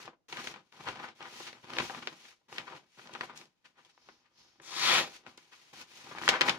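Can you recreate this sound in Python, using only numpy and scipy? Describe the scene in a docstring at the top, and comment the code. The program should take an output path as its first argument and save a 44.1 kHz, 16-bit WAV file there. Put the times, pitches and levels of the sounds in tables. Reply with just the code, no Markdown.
"""A small brick room: a knife works at the edge of a hand-held sheet of paper, close to two microphones.
Bent, the sheet crackles and ticks; slipping, it hisses: both are coloured random clicks.
Creases snap as resonant pulses with a noisy rattle; crumpling parts are brief clouds of clicks.
The blade glides in a thin hiss; one long slice tears fibres in a swelling rasp over a ringing flap.
At the end the blade catches and jerks the sheet: a cluster of loud snaps."""
import sys
import numpy as np
from scipy import signal
from scipy.fft import rfft, irfft, next_fast_len
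from scipy.io import wavfile

SR = 44100
rng = np.random.default_rng(int(sys.argv[2]) if len(sys.argv) > 2 else 0)


def write(x):
    x = np.atleast_2d(x).T
    wavfile.write(sys.argv[1], SR, np.round(np.clip(x, -1, 1) * 32767).astype(np.int16))


N = 290178
TIME = np.arange(N) / SR
PATCHES = 4  # parts of the sheet that radiate separately


def from_db(db):
    """Decibels to gain."""
    return np.exp(np.asarray(db) * (np.log(10) / 20))


def rms_one(x):
    """Scale to unit rms."""
    return x / np.sqrt(np.mean(x ** 2) + 1e-20)


def on_bins(points, size):
    """Read a table over log frequency at the FFT bins of a signal of this size."""
    hz, value = np.transpose(points)
    bins_hz = np.fft.rfftfreq(size, 1 / SR)
    return np.interp(np.log(bins_hz + 1), np.log(hz), value)


def coloured(x, colour):
    """Filter by a table of spectral gains; rms 1."""
    size = next_fast_len(N, True)
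    gain = from_db(on_bins(colour, size)).astype(np.float32)
    spectrum = rfft(x.astype(np.float32), size) * gain
    return rms_one(irfft(spectrum, size)[..., :N])


def drift(rate_hz):
    """Smooth random curve with rate_hz new values a second; rms 1."""
    steps = rng.standard_normal(8192)
    return rms_one(np.interp(TIME * rate_hz, np.arange(len(steps)), steps))


def grains(per_s, spread_db):
    """Random clicks, per_s over the whole sheet, most weak and a few strong; rms 1."""
    chance, size = rng.random((2, PATCHES, N), dtype=np.float32)
    born = chance < per_s / SR / PATCHES
    size = 2 * size[born] - 1
    out = np.zeros((PATCHES, N), np.float32)
    out[born] = np.sign(size) * from_db(-spread_db * np.log(np.abs(size) + .02))
    return rms_one(out)


def resonator(w, damping):
    """Band-pass coefficients for a resonance at w rad/sample."""
    a = np.sin(w) * damping / 2
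    return [a, 0, -a], [1 + a, -2 * np.cos(w), 1 - a]


def panel(x, hz, damping, body, reach):
    """Patch of paper: one damped resonance minus the push of the whole sheet, dull above reach * hz."""
    patch = signal.lfilter(*resonator(2 * np.pi * min(hz, SR / 4) / SR, damping), x)
    sheet = signal.lfilter(*signal.butter(2, [125, 500], "band", fs=SR), x)
    return signal.lfilter(*signal.butter(2, min(reach * hz, SR / 3), fs=SR), patch - body * sheet)


def add(out, s, sound):
    """Mix a short sound in from time s."""
    at = int(np.clip(round(s * SR), 0, N - 1))
    out[at:at + len(sound)] += sound[:N - at]


ATTACK_S, RELEASE_DB_PER_S = 0.001, 377.5


def swell(start_s, rise_s, fall_s, peak_db, swell_db, hold_s=0):
    """Gain of one movement: quick attack, swell_db up to the peak, hold, as much down, release."""
    t = TIME - start_s
    turns_s = np.cumsum(np.abs([0, rise_s, hold_s, fall_s]))
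    db = np.interp(t, turns_s, [-swell_db, 0, 0, -swell_db])
    db = db - RELEASE_DB_PER_S * np.clip(t - turns_s[-1], 0, 1)
    return from_db(peak_db + db) * np.clip(t / ATTACK_S, 0, 1)


# still room: f/Hz, gain/dB
HUSH_COLOUR = [(25, -2), (60, 0), (170, 3), (350, 0), (1000, -8), (3000, -13), (6500, -16), (8000, -25),
               (15000, -30)]
HUSH_DB = -85


def hush():
    """Still room: faint coloured noise, independent at each microphone."""
    return from_db(HUSH_DB) * coloured(rng.standard_normal((2, N)), HUSH_COLOUR)


TICKS_PER_S, TICK_HZ, TICK_DB = 260, 1626, -5  # total rate, middle pitch, level re crackle
TICK_SIZES, TICK_OCTAVES = 5, 0.97  # pitches span +-TICK_OCTAVES


def ticks():
    """Small creases of several sizes flip at random, each exciting a panel resonance; rms 1."""
    total = 0
    for hz in TICK_HZ * 2 ** (TICK_OCTAVES * np.linspace(-1, 1, TICK_SIZES)):
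        flips = grains(TICKS_PER_S / TICK_SIZES, spread_db=1.0) + 1e-18  # offset avoids denormals
        total = total + rms_one(panel(flips, hz, damping=0.36, body=0.087, reach=1.9))
    return rms_one(total)


GRIP_FROM_S = .285  # from here the gripping fingers keep the sheet faintly astir

# sheet bent or turned: start t/s, rise/s, fall/s, peak level/dB before trim, swell/dB (negative: dip)
BENDS = [(0, 0.014, 0.048, -62, -9), (0.287, 0.1, 0.2, -52, 9), (0.723, 0.17, 0.22, -48.5, 14.5),
         (1.197, 0.037, 0.34, -59, 2.5), (1.629, 0.19, 0.048, -42, 17), (1.887, 0.049, 0.19, -48, 18.5),
         (2.11, 0.0065, 0.19, -65.5, 10), (2.48, 0.1, 0.18, -51.5, 16), (2.67, 0.087, 0.053, -57, 14),
         (2.973, 0.25, 0.2, -56.5, 6.5), (3.64, 0.016, .04, -81, -3), (3.772, 0.033, 0.1, -75, 7),
         (3.97, 0.13, 0.15, -72.5, 13), (4.3, 0.156, 0.21, -79, 6), (5.08, .01, 0.15, -71, 4),
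         (5.236, 0.038, 0.076, -60, 13), (5.37, 0.14, 0.11, -78.5, 0), (5.729, 0.08, 0.023, -59.5, 4.5),
         (5.86, 0.424, 0.074, -45.5, 29), (6.409, 0.084, 0.062, -39, 8)]
# bending fibres: f/Hz, gain/dB
FLEX_COLOUR = [(30, -37), (70, -8.5), (140, 1), (220, 1.5), (350, 1), (600, -0.5), (1000, 0), (2000, -5),
               (3200, -6.5), (5000, -13), (8000, -26.5), (15000, -44)]
BEND_TRIM_DB, GRIP_CRACKLE_DB, CLUMP_DB = -1.94, -90.94, 2.5


def bending(stick_slip):
    """Bending fibres crackle in clumps, and small creases tick."""
    effort = from_db(BEND_TRIM_DB) * sum(swell(*row) for row in BENDS)
    effort = effort + from_db(GRIP_CRACKLE_DB) * (TIME > GRIP_FROM_S)
    clicks = grains(per_s=1400, spread_db=4.5) * from_db(CLUMP_DB * stick_slip)
    return effort * (coloured(clicks, FLEX_COLOUR) + from_db(TICK_DB) * ticks())


# slips in the fingers or along the blade: start t/s, rise/s, fall/s, peak level/dB before trim,
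# swell/dB (negative: dip)
SLIPS = [(0, 0.0032, 0.024, -57.5, -1.5), (0.283, 0.19, 0.045, -50.5, 8.5), (.6, 0.0177, 0.17, -89, -1),
         (.72, 0.19, 0.032, -57, 13.5), (.95, 0.097, 0.037, -59, 18), (1.15, 0.26, 0.18, -49.5, 23.5),
         (1.602, 0.22, 0.39, -48, 27.5), (2.09, 0.2, 0.053, -60.5, 14), (2.483, 0.058, 0.13, -58, 13),
         (2.65, 0.13, 0.031, -66, 11.5), (2.86, 0.16, 0.22, -62, 23.5), (3.11, .14, 0.067, -57.5, 23),
         (3.355, 0.0074, 0.062, -58, 7.5), (3.645, 0.009, 0.031, -73, 6), (3.772, 0.11, .008, -77.5, 0),
         (5.089, 0.075, .008, -54, 9), (5.26, 0.035, 0.034, -67.5, 6), (5.37, .01, 0.17, -71, 4),
         (5.515, 0.048, 0.22, -66.5, 3.5), (5.73, 0.086, 0.024, -52, 14), (5.87, 0.1, 0.86, -58, 8.5),
         (6.21, 0.054, 0.021, -47, 13.5), (6.285, 0.0084, 0.012, -30, 20), (6.45, 0.031, 0.02, -41.5, 10)]
# slip hiss: f/Hz, gain/dB
SLIDE_COLOUR = [(200, -15.5), (900, -9.5), (2500, -1), (4000, -2.5), (6500, -6), (8000, -15), (11000, -14),
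                (13000, -21), (15500, -21)]
SLIP_TRIM_DB, GRIP_HISS_DB, STICK_DB = 1.0, -88, 1.5


def slipping(stick_slip):
    """Sliding paper sticks and slips in dense small clicks: a hiss."""
    speed = from_db(SLIP_TRIM_DB) * sum(swell(*row) for row in SLIPS)
    speed = speed + from_db(GRIP_HISS_DB) * (TIME > GRIP_FROM_S)
    clicks = grains(per_s=5600, spread_db=1.5) * from_db(STICK_DB * stick_slip)
    return speed * coloured(clicks, SLIDE_COLOUR)


def handling():
    """Bending and slipping share one random unevenness."""
    stick_slip = drift(140)
    return bending(stick_slip) + slipping(stick_slip)


# main creases popping over: t/s, peak level/dB before trim, f/Hz, rattle level/dB re peak before trim
SNAPS = [(.0565, -37, 3930, -22), (.0594, -38, 2040, -26), (.0785, -36.5, 1040, -1.5),
         (.3258, -29, 2100, -3), (.3298, -31, 1900, -5), (.371, -28.5, 2150, -7), (.4729, -23.5, 2200, -8),
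         (.5405, -34.5, 1600, -5), (.561, -45.5, 1450, 1), (.7249, -37.5, 2050, -22),
         (.8775, -29.5, 1180, -8.5), (.887, -27.5, 2100, -5), (1.042, -31, 1115, -16),
         (1.086, -40, 2400, -12.5), (1.2065, -32.5, 1430, -9.5), (1.227, -38, 2170, -3.5),
         (1.4072, -44, 1060, -12), (1.5296, -31, 1910, -12.5), (1.7037, -28.5, 2060, -17),
         (1.7352, -35.5, 2330, 0), (1.7682, -21.5, 1680, -15), (1.7859, -10.5, 1950, -15),
         (1.8012, -20.5, 1490, -5), (1.8976, -27, 1100, -8.5), (1.9476, -31, 1510, -5.5),
         (2.0732, -12.5, 2000, -36), (2.5271, -32.5, 1730, -9), (2.5828, -21, 2230, -8.5),
         (2.7635, -37, 2600, -13), (2.9949, -36, 1430, -10.5), (3.073, -36, 2400, -13),
         (3.095, -42, 880, -5.5), (3.1318, -40, 4000, -27), (3.137, -43, 3420, 1),
         (3.151, -30.5, 1700, -6.5), (3.2098, -19, 1570, -7.5), (3.3751, -30, 4500, -12),
         (3.4139, -33.5, 2410, -21), (3.456, -44, 3000, -18), (3.849, -53.5, 3100, -2.5),
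         (3.9776, -50, 1340, -11), (4.088, -33.5, 1250, -11), (4.5998, -44, 1384, -4.5),
         (5.248, -53, 1220, -20), (5.265, -38, 1590, -4), (5.3755, -47, 5270, -2.5),
         (5.3784, -38, 2020, -6), (6.1125, -39, 1200, -3), (6.1503, -32, 1130, -6.5),
         (6.1765, -33, 1100, -10), (6.185, -27.5, 1740, -7.5), (6.2155, -32, 1040, -6.5),
         (6.222, -30.5, 2420, -7.5), (6.2359, -28, 1430, -10), (6.26, -31, 2300, -15),
         (6.279, -16, 1860, 0), (6.2885, -7, 3220, -13), (6.29, -3, 2420, -9.5), (6.295, -20.5, 1970, -1),
         (6.34, -21, 1460, -5), (6.372, -37, 2100, -16), (6.4078, -37, 5600, -13), (6.41, -4.5, 2120, -11),
         (6.4157, -3.5, 1930, -13.5), (6.4865, -14, 1660, -9), (6.495, -14, 2330, -3.5),
         (6.4975, -11.5, 2070, -11)]
SNAP_TRIM_DB, RATTLE_TRIM_DB = -2.5, 3.5
GIVE_S, RATTLE_S = .0003, .002  # time constants of creak and rattle


def snaps(size=2048):
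    """A crease creaks, flips with one sharp pulse in one patch, and rattles in all patches."""
    out = np.zeros((PATCHES, N))
    lead = size // 8
    t = TIME[:size] - TIME[lead]
    shape = np.exp(-np.abs(t) / np.where(t < 0, GIVE_S, RATTLE_S)) / np.sqrt(PATCHES)
    for k, (s, db, hz, after_db) in enumerate(SNAPS):
        peak_db = db + SNAP_TRIM_DB
        # push and, a quarter period later, pull
        flip = signal.unit_impulse(size, lead) - signal.unit_impulse(size, lead + int(SR / hz / 4))
        pulse = panel(flip, hz, damping=3.0, body=3.9, reach=1.57)
        add(out[k % PATCHES], s + t[0], from_db(peak_db) * pulse / np.abs(pulse).max())
        noise = rng.standard_normal((PATCHES, size))
        rattles = rms_one(panel(noise, hz, damping=0.87, body=0.17, reach=2.3))
        for patch, rattle in zip(out, rattles):
            add(patch, s + t[0], from_db(peak_db + after_db + RATTLE_TRIM_DB) * shape * rattle)
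    return out


# parts of the sheet crumpling: middle t/s, level/dB before trim, f/Hz, half length/s before scaling
BUCKLES = [(.082, -48.5, 755, 0.0059), (.104, -62, 900, .006), (.134, -58, 850, 0.0052),
           (.385, -44, 1700, 0.03), (.881, -37, 1400, 0.014), (.885, -53, 170, 0.023),
           (.998, -43, 1420, 0.0083), (1.044, -43, 1256, 0.019), (1.085, -49, 1700, 0.0075),
           (1.222, -49, 1400, 0.017), (1.26, -49, 1380, 0.023), (1.404, -39.5, 867, 0.0026),
           (1.474, -46.5, 2600, 0.02), (1.8, -36, 1600, 0.0071), (1.805, -49, 191, 0.023),
           (1.902, -43, 980, 0.0068), (2.029, -44, 1910, 0.0066), (2.255, -56.5, 1920, 0.0095),
           (2.322, -59, 1920, 0.0084), (2.415, -78, 706, 0.0065), (2.562, -47.5, 2600, 0.0061),
           (2.595, -44, 1900, 0.01), (2.68, -47.5, 1300, 0.011), (2.728, -46, 990, 0.0061),
           (3.155, -42.5, 1470, 0.0065), (3.236, -40.5, 1230, 0.0048), (3.303, -51, 1305, 0.013),
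           (3.331, -57, 1390, 0.0044), (3.374, -63, 6500, 0.016), (3.657, -56.5, 2210, 0.0077),
           (3.788, -61.5, 1500, 0.02), (3.857, -62, 2550, 0.004), (3.9, -62, 2790, 0.0063),
           (4.095, -63.5, 456, 0.0089), (4.258, -70, 1900, 0.018), (4.604, -58.5, 330, 0.0088),
           (4.855, -33, 2300, .012), (4.94, -35, 4300, 0.0088), (4.986, -31, 2800, 0.0021),
           (5.534, -50, 1940, 0.0098), (6.068, -51, 910, 0.0071), (6.117, -45.5, 1130, 0.0064),
           (6.168, -46.5, 1300, 0.011), (6.335, -31.5, 1350, 0.036), (6.438, -36, 1180, 0.026),
           (6.486, -26, 1550, 0.0075), (6.505, -37, 1700, 0.0047)]
BUCKLE_TRIM_DB, LENGTH_SCALE, JERK_DB, FACET_OCTAVES = -2.5, 0.66, 2.0, 0.41


def buckles():
    """A crumple is a swelling, fading, jerky cloud of clicks; each patch folds at its own pitch."""
    out = np.zeros((PATCHES, N))
    clicks = grains(per_s=6500, spread_db=2.5) * from_db(JERK_DB * drift(260))
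    ratios = 2 ** (FACET_OCTAVES * np.linspace(-1, 1, PATCHES))
    for s, db, hz, half_s in BUCKLES:
        near = slice(max(0, int((s - .08) * SR)), int((s + .08) * SR))
        shape = 1 / np.cosh(np.clip((TIME[near] - s) / (LENGTH_SCALE * half_s), -20, 20))
        facets = []
        for x, ratio in zip(clicks, ratios):
            facet = panel(x[near], hz * ratio, damping=0.87, body=0.22, reach=2.28)
            facets.append(facet / np.sqrt(ratio))
        out[:, near] += from_db(db + BUCKLE_TRIM_DB) * shape * rms_one(np.array(facets))
    return out / np.sqrt(PATCHES)


# edge gliding on the taut sheet without biting: start t/s, rise/s, fall/s, peak level/dB, swell/dB
GLIDES = [(3.9, .19, 0.14, -68, 12.5), (4.28, 0.11, 0.49, -64.5, 34)]
# steel on paper edge: f/Hz, gain/dB
GLIDE_COLOUR = [(150, -4.5), (400, -11), (1000, -7), (2500, -4), (4200, 0), (5400, 2), (6800, -7),
                (8000, -21.5), (11500, -16.5), (15000, -27)]


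def gliding():
    """Smooth steel on the paper's edge: a thin, even hiss of dense clicks."""
    clicks = grains(per_s=6700, spread_db=0.5)
    return sum(swell(*row) for row in GLIDES) * coloured(clicks, GLIDE_COLOUR)


BITE_S = 4.615  # the edge bites and the long slice starts
FLAP_HZ, FLAP_OCTAVES_PER_S, FLAP_DAMPING = 6400, 3.1, 0.33  # pitch at the bite, its fall


def flap_ring(x, size=256):
    """The flap's broad resonance sinks as the cut lengthens; rms 1."""
    out, state = np.zeros(x.shape), np.zeros((PATCHES, 2))
    for i in range(0, N, size):
        hz = FLAP_HZ * 2 ** (-FLAP_OCTAVES_PER_S * np.clip(TIME[i] - BITE_S, 0, 1))
        b, a = resonator(2 * np.pi * hz / SR, FLAP_DAMPING)
        out[:, i:i + size], state = signal.lfilter(b, a, x[:, i:i + size], zi=state)
    return rms_one(out)


# tearing fibres: f/Hz, gain/dB
TEAR_COLOUR = [(100, -51), (400, -15), (680, -14), (1050, -0.5), (1500, -3.5), (2200, 1.5), (3100, -5.5),
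               (4500, -7), (6500, -22.5), (8000, -48), (15000, -52)]
# blade friction: f/Hz, gain/dB
RUB_COLOUR = [(800, -65), (3500, 14), (5000, 7.5), (7000, 5.5), (8000, -24), (10500, -5.5), (12000, -27),
              (15000, -12)]
# shuddering flap: f/Hz, gain/dB
SHUDDER_COLOUR = [(25, -30), (70, -13), (150, 2.5), (250, -1), (340, 6), (480, 6), (800, 8), (1500, -14)]
FLAP_DB, CATCH_DB, SNAG_DB, SINK_IN_S = -2.5, 1.5, 0.26, 0.029  # FLAP_DB re tearing


def slicing():
    """Fibres break unevenly, the blade sinks in and rubs, the flap rings and shudders: (edge, flap)."""
    # friction peaks first, then tearing, last the freed flap
    rub = swell(BITE_S, rise_s=0.225, fall_s=.14, peak_db=-37.5, swell_db=28, hold_s=0.135)
    tear = swell(BITE_S, rise_s=0.265, fall_s=0.13, peak_db=-30.2, swell_db=37, hold_s=0.1)
    shudder = swell(BITE_S, rise_s=.32, fall_s=.13, peak_db=-39.5, swell_db=31, hold_s=.06)
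    catching = from_db(CATCH_DB * drift(320) + SNAG_DB * drift(70))
    breaks = grains(per_s=3200, spread_db=1.2) * catching
    friction = grains(per_s=20000, spread_db=4.0) * catching
    fibres = tear * (coloured(breaks, TEAR_COLOUR) + from_db(FLAP_DB) * flap_ring(friction))
    sink_in = np.clip((TIME - BITE_S) / SINK_IN_S, 0, 1)
    blade = rub * sink_in * coloured(friction, RUB_COLOUR)
    return fibres + blade, shudder * coloured(friction, SHUDDER_COLOUR)


# likeness of the echo at the two microphones: f/Hz, likeness/0-1
ECHO_LIKENESS = [(100, 0.92), (350, 0.8), (700, 0.43), (1500, 0.088), (4000, 0.061), (15000, 0)]


def echoes(t60_s, low_t60_s, size=32768):
    """Dense decaying reflections at two microphones, alike and longer in the bass; spectra."""
    t = TIME[:size]
    noise = rng.standard_normal((2, size))
    low = signal.sosfilt(signal.butter(2, 450, fs=SR, output="sos"), noise)
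    tail = (noise - low) * from_db(-60 * t / t60_s) + low * from_db(-60 * t / low_t60_s)
    tail = tail * (t > .001)
    mid, side = rfft(rms_one(tail) / np.sqrt(size))
    alike = np.clip(on_bins(ECHO_LIKENESS, size), -1, 1)
    return (np.sqrt(1 + alike) * mid + np.sqrt(1 - alike) * side * [[1], [-1]]) / np.sqrt(2)


# echo colour: f/Hz, gain/dB
ROOM_COLOUR = [(50, 3.5), (110, -3.5), (165, 2), (280, 0.5), (345, 3), (430, -3), (520, -1.5), (660, 3.5),
               (1000, 4), (3000, 3), (7000, 4), (15000, -11.5)]
# resonances of the corner between the brick walls: f/Hz, level/dB, width/Hz
ROOM_MODES = [(155, 5.5, 25), (234, 6.5, 48), (342, 8, 28.4), (507.3, 4, 33), (800, 3.5, 43), (997, 4, 30),
              (1181, 2.5, 31), (1760, -13.5, 270)]
NEAR_DB, FAR_DB = -5.0, -7.0  # before ROOM_COLOUR


def room(lag_s, polarity, size=32768):
    """Left lags right; hands and sheet echo briefly, walls longer, the corner rings: (direct, echo)."""
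    hz = np.fft.rfftfreq(size, 1 / SR)
    direct = np.exp(-2j * np.pi * hz * np.array([[lag_s], [0]]))
    near = from_db(NEAR_DB) * echoes(t60_s=0.062, low_t60_s=0.14)
    far = from_db(FAR_DB) * echoes(t60_s=0.15, low_t60_s=0.35)
    ringing = 0
    for mode_hz, db, width_hz in ROOM_MODES:
        loss = 1j * hz * width_hz
        ringing = ringing + from_db(db) * loss / (mode_hz ** 2 - hz ** 2 + loss)
    return direct, (near + far) * from_db(on_bins(ROOM_COLOUR, size)) + polarity * ringing


def lean(db):
    """Gains of the two microphones for a sound db louder on the left."""
    return from_db(db * np.array([[.5], [-.5]]))


# microphone balance: f/Hz, left minus right level/dB
BALANCE = [(100, -.7), (520, -2.4), (650, 0.5), (900, 2.1), (1030, 5.8), (1350, 5.95), (1900, 2.9),
           (3000, 5.46), (3600, 4.3), (4400, 1), (6300, -1.3), (8300, 2.2), (15000, 0.94)]


def heard(x, paths, size=32768):
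    """Convolve a sound with its paths to the two microphones, each with its own colour."""
    lead = size // 256  # room for the filter's pre-ringing
    response = np.roll(irfft(paths * lean(on_bins(BALANCE, size))), lead, axis=1)
    wet = signal.fftconvolve(x[None].astype(np.float32), response.astype(np.float32), axes=1)
    return wet[:, lead:lead + N]


LEAST_LAG_S, MOST_LAG_S, EDGE_LAG_S = .00005, 0.00019, .00009  # delay of the left microphone
EDGE_LEAN_DB, EDGE_LEAN_FALL_DB_PER_S = 6, 14.5  # the cut starts on the left and moves past the middle
SNAP_LEAN_DB, SNAP_ECHO_DB = 1.0, -5.5  # snaps lie further left; echo re that of a rustle


def scene():
    """Each patch of the wide sheet reaches the microphones by its own paths, over the hush."""
    out = hush()
    edge, flap = np.array(slicing()) / np.sqrt(PATCHES)
    rustle = (handling() + gliding()) / np.sqrt(PATCHES) + flap + buckles()
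    cracks = snaps()
    cut_s = np.clip(TIME - BITE_S, 0, .5)
    travel = lean(EDGE_LEAN_DB - EDGE_LEAN_FALL_DB_PER_S * cut_s)
    for k, lag_s in enumerate(np.linspace(LEAST_LAG_S, MOST_LAG_S, PATCHES)):
        polarity = (-1) ** k
        direct, echo = room(lag_s, polarity)
        out = out + heard(rustle[k], direct + echo)
        # a flipping crease beams at the microphones and stirs the room less
        out = out + lean(SNAP_LEAN_DB) * heard(cracks[k], direct + from_db(SNAP_ECHO_DB) * echo)
        # tearing comes from one point, under the blade
        out = out + travel * heard(edge[k], sum(room(EDGE_LAG_S, polarity)))
    return out


LOW_CUT_HZ, CUTOFF_HZ, CEILING = 45, 15500, .85


def record(dry):
    """The microphones lose deep bass; the highest peaks are rounded softly and the top is cut steeply."""
    thin = signal.sosfilt(signal.butter(1, LOW_CUT_HZ, "high", fs=SR, output="sos"), dry)
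    rounded = CEILING * np.tanh(thin / CEILING)
    return signal.sosfilt(signal.ellip(10, .2, 80, CUTOFF_HZ, fs=SR, output="sos"), rounded)


dry = scene()
out = record(dry)
write(out)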